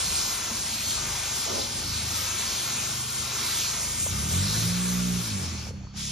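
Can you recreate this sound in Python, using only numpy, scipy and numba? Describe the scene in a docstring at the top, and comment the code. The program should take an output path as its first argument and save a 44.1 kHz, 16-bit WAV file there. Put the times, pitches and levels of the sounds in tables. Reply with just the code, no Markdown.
"""Spray gun in a sandy yard

A spray gun sweeps to and fro over a plastic part, near a phone with two microphone ports.
Its air jet is noise in bands that swell and flutter, heard straight and scattered by the yard.
Further off a vehicle engine, a stack of sine waves, idles, is revved once and sinks back.
Noise makes the street rumble, a hollow drumming and a far clang; sines make short thumps and a thin whistle.
The trigger is let go briefly near the end, and a weak leak goes on hissing."""
import sys
import numpy as np
from scipy import signal
from scipy.fft import rfft, irfft, next_fast_len
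from scipy.io import wavfile
from scipy.ndimage import uniform_filter1d
from numba import njit

SR = 44100
rng = np.random.default_rng(int(sys.argv[2]) if len(sys.argv) > 2 else 0)


def unload_audio(sound):
    """Save the sound as a 16-bit wav file, at the path given as the first command line argument."""
    columns = np.transpose(np.atleast_2d(sound))
    # keep every value between -1 and 1, then stretch to whole-number steps
    steps = np.round(np.clip(columns, -1, 1) * 32767)
    wavfile.write(sys.argv[1], SR, steps.astype(np.int16))


N = 269451
T = np.arange(N) / SR  # time of every sample in seconds
M = next_fast_len(N)  # length that makes the Fourier transform fast
HZ = np.maximum(np.arange(M // 2 + 1) * SR / M, 1)  # frequency of every spectrum bin


def undb(db):
    """Turn decibels into gain."""
    return 10 ** (np.asarray(db) / 20)


def unit(x):
    """Scale a sound to rms 1."""
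    return x / np.sqrt(np.mean(x ** 2))


def curves(table):
    """Read a table's columns at every sample, with straight lines between rows."""
    seconds, *columns = np.transpose(table)
    return [np.interp(T, seconds, column) for column in columns]


def across(table):
    """Read a table's columns at every frequency, with straight lines on a log scale."""
    hz, *columns = np.transpose(table)
    return [np.interp(np.log(HZ), np.log(hz), column) for column in columns]


def noise():
    """Make the spectrum of fresh white noise."""
    return rfft(rng.standard_normal(M))


def walk(rate):
    """Wander at random: levels held for 1 / rate seconds, smoothed twice; spread near 1."""
    hold = int(SR / rate)
    steps = np.repeat(rng.standard_normal(N // hold + 1), hold)
    smooth = uniform_filter1d(uniform_filter1d(steps, hold), hold)
    return 1.4 * smooth[:N]


def resonate(x, hz, width):
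    """Ring at one resonance, with gain 1 at its centre."""
    return signal.lfilter(*signal.iirpeak(hz, hz / width, SR), x)


def bump(s, half):
    """Rise and fall smoothly around a moment, reaching 1 at the top."""
    return np.exp(-((T - s) / half) ** 2)


# The jet as the gun sweeps. Each row: time in seconds, level in dB, low roar on the part in dB,
# nozzle peak in dB, treble in dB, left minus right in dB.
# Of the roar, peak and treble only the departure from their median is used.
JET_SWEEP = [(0.0, -27, -11, -8, -10, 1), (0.06, -29.5, -10, -4.5, -7.5, 2),
             (0.2, -27, -12.5, -2.5, -7, 3.4), (0.44, -28.5, -11, -10, -8.5, 5.5),
             (0.6, -30.5, -9.5, -6, -7.5, 4.5), (0.72, -29.5, -14.5, -7.5, -9, 3.4),
             (0.91, -26.5, -15.5, -8.5, -6, 4.5), (0.98, -30, -9, -8, -8.5, 7.6),
             (1.12, -28.5, -8, -7, -8.5, 5), (1.25, -25.5, -14, -11, -12, 6.6),
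             (1.45, -29, -11.5, -8.5, -9.5, 4.44), (1.61, -28, -14.5, -6.5, -10.5, 3),
             (1.7, -32, -11.5, -5, -7, 2.2), (1.86, -32, -11, -4.5, -8, 1.9),
             (1.96, -28.5, -13.5, -6.5, -10, 3.1), (2.25, -27.5, -11, -9, -9, 7.5),
             (2.38, -27, -12, -9, -10.5, 4.7), (2.52, -26.5, -13, -7, -9.5, 3),
             (2.68, -27, -11, -8, -8.5, 5.1), (2.85, -29, -10.5, -8, -7, 7),
             (3.06, -31.5, -11, -6.5, -7.5, 4), (3.2, -29.5, -12.5, -9, -8, 8.3),
             (3.42, -27.5, -10, -6.5, -9, 1.48), (3.61, -25, -15.5, -8, -9, 1.11),
             (3.77, -28, -10.5, -8, -7.5, 1.11), (4.03, -29, -17.5, -12.5, -6, 5.65),
             (4.13, -32, -12, -8.5, -5.5, 5.15), (4.52, -27.5, -12, -3.5, -7.5, 1.44),
             (4.89, -29.5, -11, -10.5, -6.5, 4.7), (5.06, -31, -14, -9.5, -8, 3.96),
             (5.26, -32.5, -10.5, -4.5, -6.5, 3.35), (5.38, -33, -13, -12.5, -7, 2.87),
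             (5.45, -36.5, -6.5, -4.5, -8, 2.86), (5.53, -37.5, -9, -8.5, -11, 3),
             (5.58, -37, -10, -6, -15, 4), (5.62, -38, -9, -7, -12, 3), (5.67, -39.5, -10, -9, -10, 1),
             (5.93, -40, -9, -8, -10, 1), (6.0, -34, -15, -5.5, -10, 1.5), (6.038, -32, -21, -8, -12, 1.09),
             (6.11, -33.5, -18, -5, -9, 0.97)]
# Colour of the jet. Each row: frequency in Hz, relative strength in dB per Hz.
JET_COLOUR = [(300, -8.5), (600, -10), (860, -6), (1200, -5.5), (1500, -6), (1800, -8.5), (2400, -5),
              (2800, -6.5), (3250, -3.5), (3750, -5.5), (4200, -4), (4700, -3), (5500, -.5), (7000, 0),
              (8500, 0.5), (9500, -4), (10600, -20), (12000, -11.5), (13300, -14), (15400, -13)]
# The two ports. Each row: frequency in Hz, half-turns by which the right leads,
# likeness from 0 to 1, share of the left-right lean.
PORTS = [(300, .08, .75, -.3), (700, .05, .75, 0), (1200, .1, .85, .7), (1900, .12, .75, .6),
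         (3100, -.09, .7, 1.2), (4000, 0, .85, .7), (4700, -.25, .5, 1.3), (5300, 0, .25, 1.4),
         (6000, .13, .78, .5), (7000, .5, .75, .4), (7450, .75, .8, .2), (7700, 1, 1, 0), (8600, 1, 1, 0),
         (9100, 1.2, .85, 0), (9800, 1.5, .55, 0), (10350, 2, 1, 0), (12350, 2, 1, 0), (13100, 2.45, .5, 0),
         (13850, 3, 1, 0), (16000, 3, 1, 0)]
# Centres in Hz of low roar, middle, nozzle peak, main hiss and treble.
AIM_HZ = [1300, 2880, 4300, 6370, 8100]
# The jet's colour shifts. Each row: time in seconds, share of the second colour from 0 to 1.
COLOUR_SHIFT = [(0, 0), (1.6, 0), (2.1, 0.27), (3.0, .6), (3.9, 0.5), (4.3, 1), (5.5, 0.84), (5.7, .5),
                (6.11, .5)]
# The second colour against the first. Each row: frequency in Hz, change in dB.
SECOND_COLOUR = [(250, 3.5), (400, -0.5), (560, 0), (700, -4.5), (850, -4.5), (1000, -2), (1200, 0),
                 (2600, 0.5), (3250, -1), (3750, 0.5), (4300, -2), (4750, -1.5), (5500, -0.5), (7300, -1.5),
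                 (9000, -1)]
LET_GO_S, PULL_S = 5.688, 5.928  # trigger let go and pulled again
CLOSE_S, OPEN_S = 0.035, 0.045  # times the valve takes
LEAK_DB, LEAK_DB_PER_OCTAVE = -9, -1.5  # what still hisses then, at 1 kHz, and its tilt
FADE_DB_PER_S, TREBLE_FADE_DB_PER_S = -8, -75  # the leak fades; the treble has this extra fade
SCATTER_DB, SCATTER_SLOPE = -1.5, -.6  # scattered share at the median level, its change per dB of level
FLICKER_DB = 1.66  # extra flutter of the treble


def jet():
    """Turbulent air in third-octave bands: the gun's aim tilts them and eddies make them flutter."""
    level_db, low_db, peak_db, treble_db, pan_db = curves(JET_SWEEP)
    # a gun turned away is quieter and sounds more diffuse
    scatter_db = SCATTER_DB + SCATTER_SLOPE * (level_db - np.median(level_db)).clip(-6, 6)
    lead, like, lean = across(PORTS)
    colour = undb(across(JET_COLOUR)[0])

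    # the same sound reaches both ports with a lag; what the yard scatters is unrelated
    air = rfft(echoed(rng.standard_normal(N)), M)
    direct = rfft(unit(irfft(air * colour, M))) * np.sqrt(like)
    ports = [direct, direct * np.exp(1j * np.pi * lead)]
    scattered = [rfft(unit(irfft(noise() * colour, M))) * np.sqrt(1 - like) for _ in ports]

    aim_db = np.array([v - np.median(v) for v in (low_db, 0 * T, peak_db, 0 * T, treble_db)])
    closing = np.clip((T - LET_GO_S) / CLOSE_S, 0, 1)
    shut = closing * np.clip(1 - (T - PULL_S) / OPEN_S, 0, 1)
    out = np.zeros((2, N))
    shared_eddy = walk(6.5)
    for step in range(25, 43):  # the band centre is 2 ** (step / 3) Hz
        band = np.cos(np.pi / 2 * np.clip(3 * np.log2(HZ) - step, -1, 1)) ** 2
        # how far this band belongs to each of the five aim centres
        place = np.interp(step / 3, np.log2(AIM_HZ), range(5))
        share = np.maximum(1 - abs(place - np.arange(5)), 0)
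        octave = step / 3 - np.log2(1000)
        fade_db_per_s = FADE_DB_PER_S + TREBLE_FADE_DB_PER_S * share[-1]
        leak_db = LEAK_DB + LEAK_DB_PER_OCTAVE * octave + (T - LET_GO_S) * fade_db_per_s
        flutter_db = 0.13 * shared_eddy + 0.043 * walk(3.85) + 0.25 * walk(8) + 1.3 * walk(21.013)
        flutter_db += share[-1] * FLICKER_DB * walk(13)
        db = level_db + share @ aim_db + shut * leak_db + flutter_db
        # the smallest lean inside the band sets its left-right tilt
        band_lean = lean[band > .2]
        tilt_db = pan_db * band_lean[np.argmin(abs(band_lean))] / 2
        for c, sign in enumerate((1, -1)):
            straight = irfft(ports[c] * band, M)[:N]
            spread = irfft(scattered[c] * band, M)[:N]
            out[c] += undb(db + sign * tilt_db) * (straight + undb(scatter_db) * spread)

    second = irfft(rfft(out, M) * undb(across(SECOND_COLOUR)[0]), M)[:, :N]
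    return out + curves(COLOUR_SHIFT)[0].clip(0, 1) * (second - out)


# Echoes of the jet, ground first, then part, legs and walls.
# Each row: delay in ms, level in dB, drift in ms.
JET_ECHOES = [(.82, -23.5, 0.05), (2.1, -26, 0.15), (3.3, -13.5, 0.217), (5.2, -29, 0.235),
              (7.3, -22, 0.162), (11.5, -20, 0.305)]


def echoed(x):
    """Near surfaces return the sound late; the delays drift as the gun moves, so the combs slide."""
    now = np.arange(N)
    out = x
    for ms, db, drift in JET_ECHOES:
        delay = (ms + drift * walk(1.2)) * SR / 1000
        out = out + undb(db) * np.interp(now - delay, now, x)
    return out


# The nozzle peak slides with the gun's angle. Each row: time in seconds, centre in Hz, lift in dB.
NOZZLE_SLIDE = [(0, 4000, 3), (.2, 4300, 2), (.6, 4020, 2), (.85, 4350, 6), (1.1, 4100, 2), (1.28, 3900, 3),
                (1.4, 4260, 4), (1.55, 3990, 2.5), (1.8, 4290, 4), (2.04, 4160, 3), (2.16, 3750, 4),
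                (2.5, 4350, 6), (2.65, 4250, 4), (2.89, 3750, 3), (3.05, 4300, 3), (3.22, 3850, 4),
                (3.42, 3900, 6), (3.6, 4100, 5), (3.84, 4210, 3), (3.95, 3800, 3), (4.5, 4050, 5),
                (5.07, 4180, 3.5), (5.25, 4150, 5), (5.6, 3920, 3), (5.7, 4100, 1.5), (5.92, 4100, 1.5),
                (5.98, 3850, 4), (6.11, 4100, 3)]
NOZZLE_WIDTH_HZ = 470


def nozzle(x):
    """The nozzle favours one narrow range: lift this sliding peak out of the hiss."""
    hz, lift_db = curves(NOZZLE_SLIDE)
    g, k = np.tan(np.pi * hz / SR), NOZZLE_WIDTH_HZ / hz
    return np.array([port + (undb(lift_db) - 1) * sliding(port, g, k) for port in x])


@njit
def sliding(x, g, k):
    """Band-pass whose centre moves every sample, with gain 1 there; g sets the centre, k the width."""
    y, b, l = np.empty(len(x)), 0., 0.  # output, band memory, low memory
    for i in range(len(x)):
        v = (b + g[i] * (x[i] - l)) / (1 + g[i] * (g[i] + k[i]))
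        b, l, y[i] = 2 * v - b, l + 2 * g[i] * v, k[i] * v
    return y


# The engine. Each row: time in seconds, firing rate in Hz, level in dB,
# then the lift of the second, fourth, fifth and sixth order in dB.
ENGINE_RUN = [(0, 24.7, -57, 4, -4, 0, 0), (.1, 25.07, -41, -5, -3, 0, 1), (.3, 23.94, -56, 18, 2, -8, 15),
              (.75, 24.46, -51, -1, 4, 8, -2), (1.08, 25.65, -48.5, 11, 10, 11.5, 5),
              (1.45, 24.05, -53.5, -1, 0, 8.5, 8), (1.7, 24.9, -55, -5, 11, 15, -2),
              (1.9, 25.84, -41, 7, 9.5, 0, 4), (2.1, 25.65, -44, -12, 10, 4, -7),
              (2.3, 25.27, -46, 1, 10, -7, -4), (2.55, 24.86, -49.5, -3, 0, 14, 4),
              (3.0, 25.03, -49.5, -7, 10, 16, 7), (3.3, 24.6, -52.5, 6, 3, 19, 11),
              (3.6, 24.94, -50, 1, 8.5, 11.5, 9), (3.92, 26.27, -46, 10, 6, 4.5, -8),
              (4.05, 28.18, -43.5, -16, -1, 1, -4), (4.12, 30.46, -35.5, 5, -1, -2, 2.5),
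              (4.2, 35.44, -39.5, 7, 7, 0.5, 10), (4.3, 40.47, -35.5, -1, 1.5, -1.5, -3),
              (4.4, 46.78, -31, 3.5, 0, -6, 8), (4.54, 53.32, -33, 1, 1.5, -4, -1),
              (4.69, 58.7, -34, 0, -6, -11, 5), (4.85, 60.1, -32.5, -1.5, -1, -11, 3),
              (5.07, 60.4, -29.5, -2.5, 5, -3, -4), (5.2, 59.2, -34, 1, -1, -10, 9),
              (5.235, 57.5, -45, 6, 0, 10, 13), (5.27, 54.5, -41.5, 2, 5, 10.5, 15),
              (5.33, 51, -40.5, 14, 8, 13, 7), (5.4, 46, -39.5, -5, 5, -3, 6),
              (5.52, 40.67, -38.5, 2.5, -9, 5.5, -2), (5.65, 36.23, -41, -1, -2, -4, 4.5),
              (5.76, 33.52, -40.5, 3, 1, -4, 11), (5.86, 32.13, -46.5, 11, 9, 0, 2),
              (5.97, 34, -42, 2, -1, 2, 13.5), (6.11, 35.27, -42, -3, 10, -6, 7)]
# More lifts. Each row: time in seconds, lift of the seventh, eighth and ninth order in dB.
UPPER_LIFT = [(0, -1, 1, 2), (1.9, -1, -1, 6), (2.15, 2.5, 1, 11), (2.4, 0, 2, 19), (2.85, 5, 4.5, 17),
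              (3.3, -7, 3, 21.5), (3.55, 2, 3, 14), (3.8, 5.5, 8, 0), (4.1, 0, 2, -4), (4.4, -8, -8, 3),
              (4.7, 7, 5.5, -4), (4.9, -2, -1, -3), (5.06, 3, -12, -3), (5.3, 8, 3, 2), (5.55, -8, 5, 7),
              (6.11, -5, -12, -2)]
# Strength in dB of each order, that is each multiple of the firing rate, from the first up.
ORDER_DB = [1.5, 2.5, 3, -1.5, -2.5, -6.5, -9.5, -6.5, -15, -11, -16]
# Colour of the exhaust. Each row: frequency in Hz, gain in dB.
EXHAUST_COLOUR = [(25, -20), (38, -11), (50, -14), (76, -4), (84, 3), (94, -2.5), (106, -5.5), (135, -6),
                  (155, -6), (181, -0.5), (212, -5), (241, -14.5), (270, -14.5), (360, -20.5), (440, -13.5),
                  (520, -24.5), (700, -10)]
WALL_MS, WALL_SHARE = 48.5, .35  # delay and strength of an inverted echo
WAVER_DB = 1.0  # each order wavers on its own


def engine():
    """Sines at multiples of the firing rate; each is delayed and wavers on its own on the long way over."""
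    hz, level_db, second_db, fourth_db, fifth_db, sixth_db = curves(ENGINE_RUN)
    phase = 2 * np.pi * np.cumsum(hz + .15 * walk(12)) / SR
    edge_hz, pass_db = np.transpose(EXHAUST_COLOUR)
    lift_db = {2: second_db, 4: fourth_db, 5: fifth_db, 6: sixth_db}
    lift_db.update(zip((7, 8, 9), curves(UPPER_LIFT)))
    out = 0
    for k, order_db in enumerate(ORDER_DB, 1):
        exhaust_db = np.interp(k * hz, edge_hz, pass_db)
        db = level_db + order_db + exhaust_db + lift_db.get(k, 0) + WAVER_DB * walk(9)
        # the echo thins evenly spaced pitches; the orders slide through them
        comb = abs(1 - WALL_SHARE * np.exp(2j * np.pi * k * hz * WALL_MS / 1000))
        tone = np.sin(k * phase + .4 * k * k + .3 * walk(8))
        out = out + np.sqrt(2) * comb * undb(db) * tone
    # the upper orders lie more to the right
    upper = resonate(out, 304.0, 280.0)
    return out + 0.42 * upper * np.array([[-1], [1]])


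# Thumps and clicks. Each row: start in seconds, level in dB, pitch in Hz, seconds to die away by 60 dB.
THUMPS = [(.512, -30, 228.3, 0.17), (1.512, -30, 95, 0.11), (4.064, -20, 587, 0.017),
          (4.067, -29, 1000, 0.019), (4.658, -24, 97, 0.34), (5.645, -31, 55, .2), (5.69, -29, 85, .3),
          (5.785, -33, 88, .2), (5.84, -30, 55, .2), (5.686, -34, 450, .03), (5.669, -22.5, 700.7, 0.0067),
          (5.669, -31, 1200, 0.0065), (5.707, -25.5, 470, 0.018), (5.738, -38, 502, 0.031),
          (5.772, -43, 994, .008), (5.81, -40, 651, .015), (5.835, -40, 800, .02), (5.85, -38, 620, 0.013),
          (5.869, -37.5, 1014, 0.016), (5.942, -42, 776, 0.023)]


def thumps():
    """Short thumps, clicks and one longer low boom: sines that set in fast and die away."""
    out = 0
    for s, db, hz, ring in THUMPS:
        t = np.maximum(T - s, 0)
        onset = 1 - np.exp(-t * hz * 1.5)
        out = out + undb(db) * np.sin(2 * np.pi * hz * t) * 1000. 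** (-t / ring) * onset
    return out


# Whistling. Each row: start in seconds, length in seconds, pitch in Hz, level at the start in dB.
WHISTLES = [(5.31, .17, 4375, -53), (5.49, .325, 4376, -50.5), (5.826, .13, 4378, -62),
            (5.845, .09, 4540, -62.5)]
WHISTLE_WAVER_HZ, WHISTLE_EDGE_S, WHISTLE_FADE_DB_PER_S = 3, .006, -36


def whistle():
    """Thin wavering sines around the shut-off; each sets in, fades and breaks off."""
    out = 0
    for s, length, hz, db in WHISTLES:
        fading_db = db + WHISTLE_FADE_DB_PER_S * (T - s).clip(0, length) + 1.5 * walk(30)
        tone = np.sin(2 * np.pi * np.cumsum(hz + WHISTLE_WAVER_HZ * walk(40)) / SR)
        edges = np.clip(np.minimum(T - s, s + length - T) / WHISTLE_EDGE_S, 0, 1)
        out = out + np.sqrt(2) * undb(fading_db) * tone * edges
    return out


# Modes of the clang. Each row: pitch in Hz, relative level in dB,
# seconds to die away by 60 dB once the rattle is over.
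CLANG_MODES = [(130, 2, 0.45), (238, -1, 0.96), (295, -3, 0.58), (361, 5, 0.4), (453, 2, .35),
               (557, 4, 0.52), (657, 3.5, 0.22), (826, 0.5, 0.55), (1014, 0.5, .4), (1420, -6, .2)]
CLANG_S, CLANG_RATTLE_S, CLANG_DB = 1.446, .15, -44.5  # start, time it keeps rattling, level


def clang():
    """Sheet metal struck far off rattles a moment; echoes roughen each mode and the low ones build up late."""
    t = np.maximum(T - CLANG_S, 0)
    swell = 1 - np.exp(-t / 0.017)
    out = 0
    for hz, db, ring in CLANG_MODES:
        # narrow noise stands for the roughened mode
        rough = resonate(resonate(rng.standard_normal((2, N)), hz, 44.0), hz, 90.0)
        decay = 1000. ** (-(t - CLANG_RATTLE_S).clip(0) / ring)
        build_up = 1 - np.exp(-t * hz / 11.0)
        out = out + undb(db) * decay * unit(rough) * build_up
    return undb(CLANG_DB) * swell * out


# Street level. 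Each row: time in seconds, level in dB.
STREET_LEVEL = [(0, -40), (.15, -40), (.5, -47), (.7, -48), (1.08, -44.5), (1.35, -44), (1.8, -41.5),
                (2.05, -47), (2.5, -46), (2.9, -49), (3.9, -49), (4.1, -43), (4.4, -45), (4.75, -41),
                (5.05, -47), (5.3, -46), (5.65, -43), (5.75, -47), (6.11, -48)]
# Colour of the rumble. Each row: frequency in Hz, relative strength in dB per Hz.
RUMBLE_COLOUR = [(25, -20), (45, -0.5), (75, 4.5), (130, -0.5), (250, -4.5), (500, -14.5), (1000, -21.5),
                 (3000, -25.5), (9000, -55)]


def street():
    """Far traffic as coloured noise: the bass is alike at both ports, the rest less so."""
    colour = undb(across(RUMBLE_COLOUR)[0])
    side = noise() * np.clip(HZ / 720.0, .15, .9)
    mid = noise()
    both = np.array([irfft((mid + sign * side) * colour, M)[:N] for sign in (1, -1)])
    return unit(both) * undb(curves(STREET_LEVEL)[0] + 3.3 * walk(8.6))


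# Swells of the drumming. Each row: time of the top in seconds, level in dB.
DRUM_SWELLS = [(0.742, -49), (.85, -52), (1.02, -48.5), (1.52, -46), (1.63, -48), (1.75, -48),
               (1.96, -45.5), (2.76, -53.5), (3.45, -46.5), (4.18, -61)]
DRUM_HZ, DRUM_WIDTH_HZ = 233.4, 33
DRUM_DB, DRUM_SWELL_S = -64, 0.058  # resting level and half-length of a swell


def drumming():
    """A hollow low resonance, noise ringing twice at one pitch, that comes and goes."""
    ring = rng.standard_normal(N)
    for _ in range(2):
        ring = resonate(ring, DRUM_HZ, DRUM_WIDTH_HZ)
    swells = sum(undb(db) * bump(s, DRUM_SWELL_S) for s, db in DRUM_SWELLS)
    return unit(ring) * (undb(DRUM_DB) + swells)


DIP_S, DIP_DB, DIP_HALF_S = 5.915, -5, 0.035  # the low sounds dip briefly


def scene():
    """Add up everything that reaches the two ports."""
    low = engine() + street() + drumming()
    low = low * undb(DIP_DB * bump(DIP_S, DIP_HALF_S))
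    return nozzle(jet()) + low + thumps() + clang() + whistle()


TOP_HZ = 15700


def record(dry):
    """The phone loses the deepest bass and cuts the top steeply."""
    thin = signal.sosfilt(signal.butter(2, 38., "high", fs=SR, output="sos"), dry)
    return signal.sosfilt(signal.ellip(14, .3, 80, TOP_HZ, fs=SR, output="sos"), thin)


dry = scene()
out = record(dry)
unload_audio(out)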